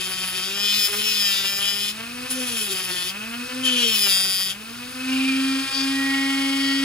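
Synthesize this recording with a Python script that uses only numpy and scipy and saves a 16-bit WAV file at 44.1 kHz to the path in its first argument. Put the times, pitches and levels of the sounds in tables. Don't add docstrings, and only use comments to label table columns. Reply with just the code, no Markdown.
import sys
import numpy as np
from scipy import signal
from scipy.fft import rfft, irfft
from scipy.io import wavfile
from scipy.ndimage import uniform_filter1d, map_coordinates

SR = 44100
rng = np.random.default_rng(int(sys.argv[2]) if len(sys.argv) > 2 else 0)


def persist_wave(psi):
    counts = np.round(np.clip(psi, -1, 1) * 32767).astype(np.int16)
    wavfile.write(sys.argv[1], SR, np.atleast_2d(counts).T)


N = 301644
TIME = np.arange(N) / SR
FREQS = np.fft.rfftfreq(N, 1 / SR) + 1e-3
IDLE_HZ, LIFT_S = 268.9, 4.99
BITE_S, LET_GO_S = .03, .033

# time_s, wall_db, grip_db, grit_db
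CUTS = [
    [(0, -35, -40, -36), (.56, -31, -33.5, -37), (.69, -22.5, -26.5, -31.5), (.855, -26, -21.5, -23.5),
     (.89, -34, -39, -32), (.98, -33, -30.5, -28.5), (1.0, -25, -36, -29.5), (1.07, -26, -26, -31.5),
     (1.27, -26, -24.5, -30), (1.42, -26, -27.5, -36), (1.585, -33.5, -28, -30), (1.615, -24.5, -41, -30),
     (1.68, -27.5, -31, -33.5), (1.9, -30.5, -36, -33.5)],
    [(2.307, -42, -44, -38), (2.58, -32, -39.5, -28.5), (2.88, -35.5, -34.5, -33), (2.96, -31, -39, -32),
     (3.09, -31.5, -33.5, -32.5)],
    [(3.655, -22, -41, -40), (3.75, -22.5, -39.5, -33.5), (3.84, -20.5, -32.5, -33),
     (4.0, -26.5, -25.5, -25.5), (4.14, -25, -22, -26.5), (4.28, -29, -27, -32.5),
     (4.44, -30, -29.5, -31.5), (4.51, -29, -37.5, -34)],
]
# time_s, skid (0 an even whine, 1 a rough rasp)
SKID = [(0, .25), (.55, .2), (.66, .15), (.86, .25), (.9, .9), (1.08, .7), (1.2, .08), (1.55, .06),
        (1.62, .7), (1.68, .12), (1.91, .25), (2.3, .8), (2.7, .9), (2.86, .7), (2.96, .15), (3.1, .25),
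        (3.65, .5), (3.88, .7), (3.98, .45), (4.1, .05), (4.45, .08), (4.52, .6)]
# time_s, hum_db, motor_db
LEVEL_DRIFT = [(0, -1, -1), (1.1, -5, 1.5), (1.8, -7.5, -1.5), (2.35, -2, 0.5), (3.2, -1.5, -0.5),
               (3.85, 0.5, 2.5), (4.55, -6, -4.5), (4.9, -8, -2.5), (5.15, -4, 4), (6.84, -1, 4)]


def cutting(turns, hz):
    wall_db, grip_db, grit_db = curves(np.vstack(CUTS))
    grit_db += 12 * sum(np.exp(-abs(TIME - cut[0][0]) / .031) for cut in CUTS[1:])
    loose = 1 / (1.5 + np.exp((grip_db + 36.5) / 2.8))
    skid = curves(SKID)[0]
    slipping = loose * (.15 + .75 * skid)
    swing = twist(turns)
    turns = turns + .05 * (hz / IDLE_HZ) ** 3 * (.1 + 1.5 * loose) * swing + .0055 * skid * walk(110)
    strike = knocks(turns, jitter_s=4e-6, scatter_db=1)
    graze = knocks(turns + .42 + .005 * walk(9), jitter_s=1e-5, scatter_db=1.5)
    chatter = np.sqrt(1 - slipping) * unit(strike + .55 * graze)
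    scrape = np.sqrt(slipping) * rub(turns, depth_db=4.5, grain_db=2)
    force = chatter + scrape + .35 * tread(turns, depth_db=3)
    travel = bending(delay_s=.004)
    ringing = wall(force, travel, turns, hz, loose, wall_db)
    ringing += body(force, travel, loose, skid) * undb((wall_db + grip_db) / 2)
    ringing += rim(force, travel, turns, hz, loose, skid) * undb(grip_db)
    firm = .65 * (1 - loose) ** 4
    overtones = np.sqrt(firm) * shriek(turns, hz, loose)
    abrasive = unit(chatter + .9 * tread(turns, depth_db=5)) * np.sqrt(1 - slipping)
    hiss = grinding(abrasive, travel, turns, loose, skid, firm, swing)
    pressure = undb(walk(20))
    return contact() * pressure * (ringing + (overtones + hiss) * undb(grit_db) + whine(turns, hz, loose))


def wall(force, travel, turns, hz, loose, wall_db):
    # pitch_hz, width_hz, level_db
    broad_modes = [(2950, 600, -3.5), (3220, 610, 3), (3320, 420, -5), (4250, 940, -7.5)]
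    singing_mode = [(3100, 150, 0)]
    note = steady(colour(force, resonances(singing_mode) * travel))
    struck = steady(colour(force, resonances(broad_modes) * travel))
    rubbed = squeal(turns - .55, 3200, hz, .4 * loose, sharpness=3.2)
    ring = steady(.8 * (1 - loose) * rubbed + struck)
    singing = np.clip(1.1 * loose * (wall_db + 32) / 12, 0, .55)
    return steady(np.sqrt(1 - singing) * ring + np.sqrt(singing) * note) * undb(wall_db)


def body(force, travel, loose, skid):
    # pitch_hz, width_hz, level_db
    modes = [(1410, 1040, -25), (1860, 270, 1), (2490, 165, 9.5), (3770, 200, -3), (7280, 920, 0.5)]
    level_db = -7 + loose * (3.5 + 3 * skid + 3 * walk(20))
    return steady(colour(force, resonances(modes) * travel)) * undb(level_db)


def rim(force, travel, turns, hz, loose, skid):
    # pitch_hz, width_hz, level_db
    modes = [(4870, 580, 2), (5470, 810, 5), (7660, 590, -11)]
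    ring_share = .05 + .7 * loose + .25 * skid
    ring = steady(colour(force, resonances(modes) * travel))
    sing = squeal(turns - .22, slip_pitch(hz), hz, loose, sharpness=1.9)
    return ring * np.sqrt(ring_share) + sing * np.sqrt(1 - ring_share)


def shriek(turns, hz, loose):
    octave = squeal(turns - .18, 2 * slip_pitch(hz), hz, loose, sharpness=3.5)
    top = squeal(turns - .1, 2.84 * slip_pitch(hz), hz, loose, sharpness=7)
    return (octave + .42 * top) * undb(-8.5)


def grinding(abrasive, travel, turns, loose, skid, firm, swing):
    # frequency_hz, level_db
    hiss_spectrum = [(3000, -11), (5600, -3.5), (6500, -7.5), (7400, 5.5), (8300, -9), (9300, 6),
                     (10500, 9.5), (11700, 5), (13200, -4), (15500, -8)]
    # frequency_hz, level_db
    chip_spectrum = [(9000, -55), (12000, -17), (13000, 2), (14300, 3), (15500, 2)]
    grains = (.2 + 1.1 * loose + .5 * skid) * rub(turns, depth_db=4.5, grain_db=2.2) + abrasive
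    grit = steady(colour(grains, undb(across(hiss_spectrum)) * travel))
    scratch = undb(2 * loose * (walk(32) + swing))
    chips = .3 * rub(turns, depth_db=7, grain_db=2) + abrasive
    sizzle = steady(colour(chips, undb(across(chip_spectrum)) * travel)) * undb(-1)
    return scratch * (grit * np.sqrt(1 - firm) + sizzle * np.sqrt(firm))


def whine(turns, hz, loose):
    # time_s, lower_hz, upper_hz, level_db
    bites = [
        [(1.04, 10300, 14500, -46), (1.15, 10100, 14300, -41.5), (1.32, 9600, 13600, -40),
         (1.52, 9800, 13800, -45.5), (1.85, 9900, 14100, -49)],
        [(3.88, 10500, 14700, -45), (3.94, 9900, 14400, -34), (4.0, 10000, 14000, -31.5),
         (4.07, 10150, 13650, -34), (4.11, 9900, 13300, -31), (4.16, 9300, 13300, -28),
         (4.22, 9700, 13200, -28), (4.27, 9950, 13100, -32), (4.36, 9700, 13000, -31), (4.48, 9900, 13100, -36)],
    ]
    lower_hz, upper_hz, db = curves(np.vstack(bites))
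    waver = .15 + .5 * loose
    lower = squeal(turns - .18, lower_hz, hz, waver, sharpness=4)
    upper = squeal(turns - .1, upper_hz, hz, waver, sharpness=2.8)
    biting = sum(gate(bite[0][0], bite[-1][0], BITE_S, LET_GO_S) for bite in bites)
    return (lower + upper * undb(-7.5)) * undb(db) * biting


def spurts():
    # peak_s, half_length_s, level_db
    sprays = [(.11, 0.025, -31), (0.285, 0.075, -31.5), (4.92, 0.011, -42)]
    level = sum(np.exp(-abs(TIME - s) / length) * undb(db) for s, length, db in sprays)
    return colour(noise(), resonances([(10500, 2000, 3), (14000, 2200, -8)])) * level


def shaft_hum(turns, hz):
    # centre_s, half_width_s
    dropouts = [(.88, 0.058), (2.28, 0.033), (3.49, 0.049), (4.929, 0.018), (5.702, 0.093)]
    angle = 2 * np.pi * turns
    bent, whip = lift()
    dips = np.prod([1 - .99 * np.exp(-((TIME - s) / width) ** 2) for s, width in dropouts], axis=0)
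    first_db = -25 + 31 * np.log2(hz / IDLE_HZ) + 4.5 * bent + 5.5 * whip
    first = np.sin(angle) * dips * undb(first_db + 1.2 * (1 - bent) * walk(9))
    waver = 1 + (.6 - .4 * bent) * walk(14)
    second_db = -45 + 5.5 * contact() * (.5 + curves(SKID)[0]) + 3.9 * bent
    return first + np.sin(2 * angle + .5 * walk(35)) * waver * undb(second_db)


def sleeve_buzz(turns, whip):
    # time_s, buzz_db, lower_mode_db, upper_mode_db, drone_db
    levels = [(5.08, -34, -50, -55, -46), (5.5, -32.5, -40.5, -73, -46.5), (5.9, -29, -38, -44, -46),
              (5.99, -35, -27, -47, -47), (6.13, -32.5, -25.5, -33.5, -40.5),
              (6.52, -31.5, -38.5, -34.5, -45), (6.7, -31, -28, -39, -58), (6.84, -32.5, -36, -43, -69)]
    # pitch_hz, width_hz
    modes = [(1900, 36), (2180, 54)]
    # frequency_hz, level_db
    buzz_spectrum = [(20, -80), (900, -22), (1380, 0), (1650, 3), (2200, -43), (2720, 7.5), (3000, 9.5),
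                     (3260, 11), (3540, 4), (3810, 6), (4080, 0), (4350, 5), (4620, 5), (4900, 7.5),
                     (5400, 0.5), (5900, -7.5), (8000, 0), (15000, -22)]
    drone_spectrum = [(20, -80), (550, -25), (820, 5), (1090, 2.5), (1370, -3), (1650, -8), (2200, -41),
                      (4000, -45)]
    buzz_db, lower_db, upper_db, drone_db = curves(levels)
    slaps = knocks(turns + .006 * whip * walk(45), jitter_s=8e-6, scatter_db=.6)
    sliding = (.06 + .9 * whip ** 2) * rub(turns, depth_db=4, grain_db=2)
    travel = bending(delay_s=.022)
    buzz = steady(colour(slaps + sliding, undb(across(buzz_spectrum)) * travel))
    buzz *= undb(buzz_db - whip + 2 * twist(turns))
    lower, upper = (steady(colour(slaps, resonances([(f, width, 0)]) * travel)) for f, width in modes)
    ring = lower * undb(lower_db) + upper * undb(upper_db + 3.9 * twist(turns))
    drone = colour(slaps, undb(across(drone_spectrum)) * travel) * undb(drone_db)
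    return buzz + ring + drone


def shaft_whirr(turns, whip, whip_hz=16, flare_s=5.3):
    swing = .084 * (whip + .03) * np.sin(2 * np.pi * whip_hz * TIME + 1.2 * walk(7))
    flails = knocks(turns + swing, jitter_s=1e-5, scatter_db=.8)
    travel = bending(delay_s=.022)
    flare_db = 7 * np.exp(-((TIME - flare_s) / .058) ** 2)
    throb_db = 4 * (.3 + .5 * whip) * twist(turns)
    whirr_db = -39 + 3.4 * whip + throb_db + flare_db
    whirr = colour(flails, resonances([(2410, 210, 0)]) * travel) * undb(whirr_db)
    high_ring = colour(flails, resonances([(2790, 200, 0)]) * travel) * undb(-35 + 4 * twist(turns))
    return whirr + high_ring * whip ** 8


def shaft_rattle(turns):
    # start_s, end_s, level_db
    flexes = [(5.747, 5.812, -27.5), (6.606, 6.804, -34.5)]
    # pitch_hz, width_hz, level_db
    modes = [(3350, 510, -1), (4630, 440, 5.5), (5440, 860, -5)]
    level = sum(gate(start, end, rise_s=.026, fall_s=.053) * undb(db) for start, end, db in flexes)
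    return colour(knocks(turns, jitter_s=3e-5, scatter_db=2), resonances(modes)) * level


def motor(turns, hz, critical_hz=244.6):
    # frequency_hz, level_db
    air_spectrum = [(100.0, -15.5), (330.0, -3), (680.0, -12), (1000.0, 1), (1350, 7), (2000.0, 2),
                    (3100.0, 3), (4900.0, 4), (6600.0, -5), (8800.0, 4), (10500.0, -5.5), (13000.0, -6.5),
                    (15500.0, -15)]
    growl_spectrum = [(20, -48), (400, -2), (580, 2.5), (780, 0), (1000, 2.5), (1500, 6), (2000, 3.5),
                      (3000, 8.5), (5000, -27), (9000, -12.5)]
    # pitch_hz, width_hz, level_db
    modes = [(1485, 73, -3.5), (2550, 120, 2), (2540, 300, -6)]
    bent, whip = lift()
    rush = rub(turns, depth_db=2.5, grain_db=1.5)
    air_db = -35 + 8.5 * np.log2(hz / IDLE_HZ) - 1.8 * bent + .5 * walk(8.6)
    air = colour(rush, undb(across(air_spectrum))) * undb(air_db)
    critical = np.exp(-((hz - critical_hz) / 3.2) ** 2)
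    shaken = contact() * curves(SKID)[0]
    housing_db = -41 + 3.5 * critical + 2.5 * shaken + 2 * whip - 43 * (bent - whip)
    housing = steady(colour(noise(), resonances(modes)))
    housing *= undb(housing_db + 3.3 * twist(turns) + 1.5 * walk(8.2))
    load = 1 - hz / IDLE_HZ
    tugs = knocks(turns + .011 * walk(25), jitter_s=3.5e-5, scatter_db=1.3)
    growl = colour(tugs, undb(across(growl_spectrum)) * bending(delay_s=.007))
    return air + housing + growl * undb(-43 + 23.5 * load + 3 * walk(34))


def workshop():
    # pitch_hz, level_db
    mains = [(60, -65.5), (120, -57.5)]
    # frequency_hz, level_db
    rumble = [(20, -32), (35, -18), (55, -16), (90, -13.5), (125, -8), (170, -14), (300, -17), (600, -23)]
    hum = sum(unit(np.sin(2 * np.pi * hz * TIME)) * undb(db + 2 * walk(23)) for hz, db in mains)
    return hum + colour(noise(), undb(across(rumble))) * undb(-43.5)


def reflections(x, t60_s):
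    tail = noise() * undb(-60 * TIME / t60_s) * (TIME > .002)
    return irfft(rfft(x, 2 * N) * rfft(tail / np.sqrt(np.sum(tail ** 2)), 2 * N))[:N]


def stereo_spread(direct):
    # frequency_hz, left_lead_rad
    phase = [(60, 0.48), (270, 0.32), (1000, 0.9), (2070, 0.57), (3010, 1.84), (3880, 0.8), (5860, 1.56),
             (6980, -1.5), (8790, -3), (9730, -8), (10300, -5), (11800, -10), (12300, -8), (13600, -12),
             (14400, -12), (15600, -16)]
    # frequency_hz, left_minus_right_db
    balance = [(60, -2), (270, -1.3), (400, .5), (850, -2), (1350, -3.3), (2100, 1), (2500, 0), (3050, 6),
               (4100, 4), (5100, 6.5), (6500, 3), (8500, 0), (15000, 0)]
    # frequency_hz, level_db
    room_share = [(100, -14), (280, -21), (500, -5), (1400, -6), (2000, -11), (5000, -9.5), (6500, -7),
                  (10000, -10), (15000, -7)]
    diffuse = undb(across(room_share))
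    channels = []
    for side in (1, -1):
        near = rfft(direct) * np.exp(.5j * side * across(phase))
        far = rfft(reflections(direct, t60_s=.16)) * diffuse
        side_gain = undb(side * across(balance) / 2)
        channels.append(irfft((near + far) / np.sqrt(1 + diffuse ** 2) * side_gain, N))
    return np.array(channels)


def speed(recover_s=.265, creep_hz_per_s=2.45):
    # time_s, speed_hz
    drags = [
        [(0, 187), (.2, 186.7), (.33, 184.8), (.4, 186.2), (.57, 200.6), (.65, 205.3), (.71, 205.4),
         (.755, 209), (.83, 204.7), (.92, 205), (1.06, 213.2), (1.14, 209.2), (1.28, 198.1), (1.34, 194.9),
         (1.42, 195.2), (1.52, 198.6), (1.7, 201.1), (1.86, 206), (1.92, 210)],
        [(2.3, 255.8), (2.38, 256.5), (2.5, 241), (2.64, 208), (2.73, 187.5), (2.86, 185.1), (2.92, 180.2),
         (3.0, 179.6), (3.06, 182.7), (3.1, 188)],
        [(3.65, 258), (3.83, 238), (3.91, 220), (3.97, 209.3), (4.06, 198.9), (4.12, 192.5), (4.24, 191.3),
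         (4.36, 189.6), (4.47, 190.5), (4.51, 192)],
    ]
    hz = np.zeros(N)
    for cut in drags:
        recovery = np.exp(-np.maximum(TIME - cut[-1][0], 0) / recover_s)
        this_cut = IDLE_HZ + (curves(cut)[0] - IDLE_HZ) * recovery
        hz = np.where((TIME >= cut[0][0]) | (hz == 0), this_cut, hz)
    return hz + creep_hz_per_s * np.maximum(TIME - LIFT_S, 0)


def contact():
    return sum(gate(cut[0][0], cut[-1][0], BITE_S, LET_GO_S) for cut in CUTS)


def lift(rise_s=.13, settle_s=.62):
    bent = np.clip((TIME - LIFT_S) / rise_s, 0, 1)
    return bent, bent * np.exp(-((TIME - LIFT_S - rise_s) / settle_s) ** 2)


def twist(turns):
    return np.sin(2 * np.pi * .095 * turns + .6 * walk(5))


def slip_pitch(hz):
    return 4870 * (hz / 191) ** .8


def squeal(turns, slip_hz, hz, loose, sharpness):
    place = (turns + .2) % 1 - .5
    burst = np.cos(np.pi * place) ** (2 * sharpness)
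    angle = 2 * np.pi * slip_hz * place / hz + (.15 + 2.2 * loose) * walk(70)
    return unit(np.sin(angle) * burst * undb(.5 * walk(80)))


def knocks(turns, jitter_s, scatter_db):
    count = np.arange(1, int(turns[-1]))
    chance = rng.standard_normal((len(count), 2))
    at = (np.interp(count, turns, TIME) + jitter_s * chance[:, 0]) * SR
    taps = np.floor(at)[:, None] + np.arange(-5, 7)
    offset = taps - at[:, None]
    pulses = np.sinc(offset) * np.sinc(offset / 6) * undb(scatter_db * chance[:, 1:])
    return unit(np.bincount(np.clip(taps, 0, N - 1).astype(int).ravel(), pulses.ravel(), N))


def rub(turns, depth_db, grain_db):
    return unit(noise() * undb(depth_db * np.cos(2 * np.pi * turns) + grain_db * walk(2100)))


def tread(turns, depth_db, count=170):
    grains = map_coordinates(rng.standard_normal(count), [turns % 1 * count], mode="grid-wrap")
    return unit(grains * undb(depth_db * np.cos(2 * np.pi * turns)))


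def bending(delay_s):
    return np.exp(-4j * np.pi * delay_s * np.sqrt(3000 * FREQS))


def resonances(modes):
    gains = (undb(db) / (1 + ((FREQS ** 2 - f ** 2) / (FREQS * width)) ** 2) for f, width, db in modes)
    return np.sqrt(sum(gain ** 2 for gain in gains))


def gate(start_s, end_s, rise_s, fall_s):
    return np.clip(1 + np.minimum((TIME - start_s) / rise_s, (end_s - TIME) / fall_s), 0, 1)


def curves(rows):
    s, *columns = np.transpose(rows)
    return [np.interp(TIME, s, c) for c in columns]


def across(points, hz=FREQS):
    f, value = np.transpose(points)
    return np.interp(np.log(hz), np.log(f), value)


def colour(x, response):
    return unit(irfft(rfft(x) * response, N))


def steady(x, size=1800):
    return x / np.sqrt(uniform_filter1d(x ** 2, size) + 1e-9)


def walk(rate_hz):
    return colour(noise(), np.exp(-np.minimum(FREQS / rate_hz, 20) ** 2))


def noise():
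    return rng.standard_normal(N)


def unit(x):
    return x / np.sqrt(np.mean(x ** 2))


def undb(db):
    return 10 ** (np.asarray(db) / 20)


def scene():
    hz = speed() * (1 + .0008 * walk(14))
    turns = np.cumsum(hz) / SR
    hum_db, motor_db = curves(LEVEL_DRIFT)
    bent, whip = lift()
    tool = cutting(turns, hz) + shaft_hum(turns, hz) * undb(hum_db)
    tool += bent * (sleeve_buzz(turns, whip) + shaft_whirr(turns, whip) + shaft_rattle(turns))
    tool += motor(turns, hz) * undb(motor_db)
    return stereo_spread(tool + spurts() + workshop())


def record(dry, top_hz=15750):
    return signal.sosfilt(signal.ellip(12, .2, 80, top_hz, fs=SR, output="sos"), dry)


dry = scene()
out = record(dry)
persist_wave(out)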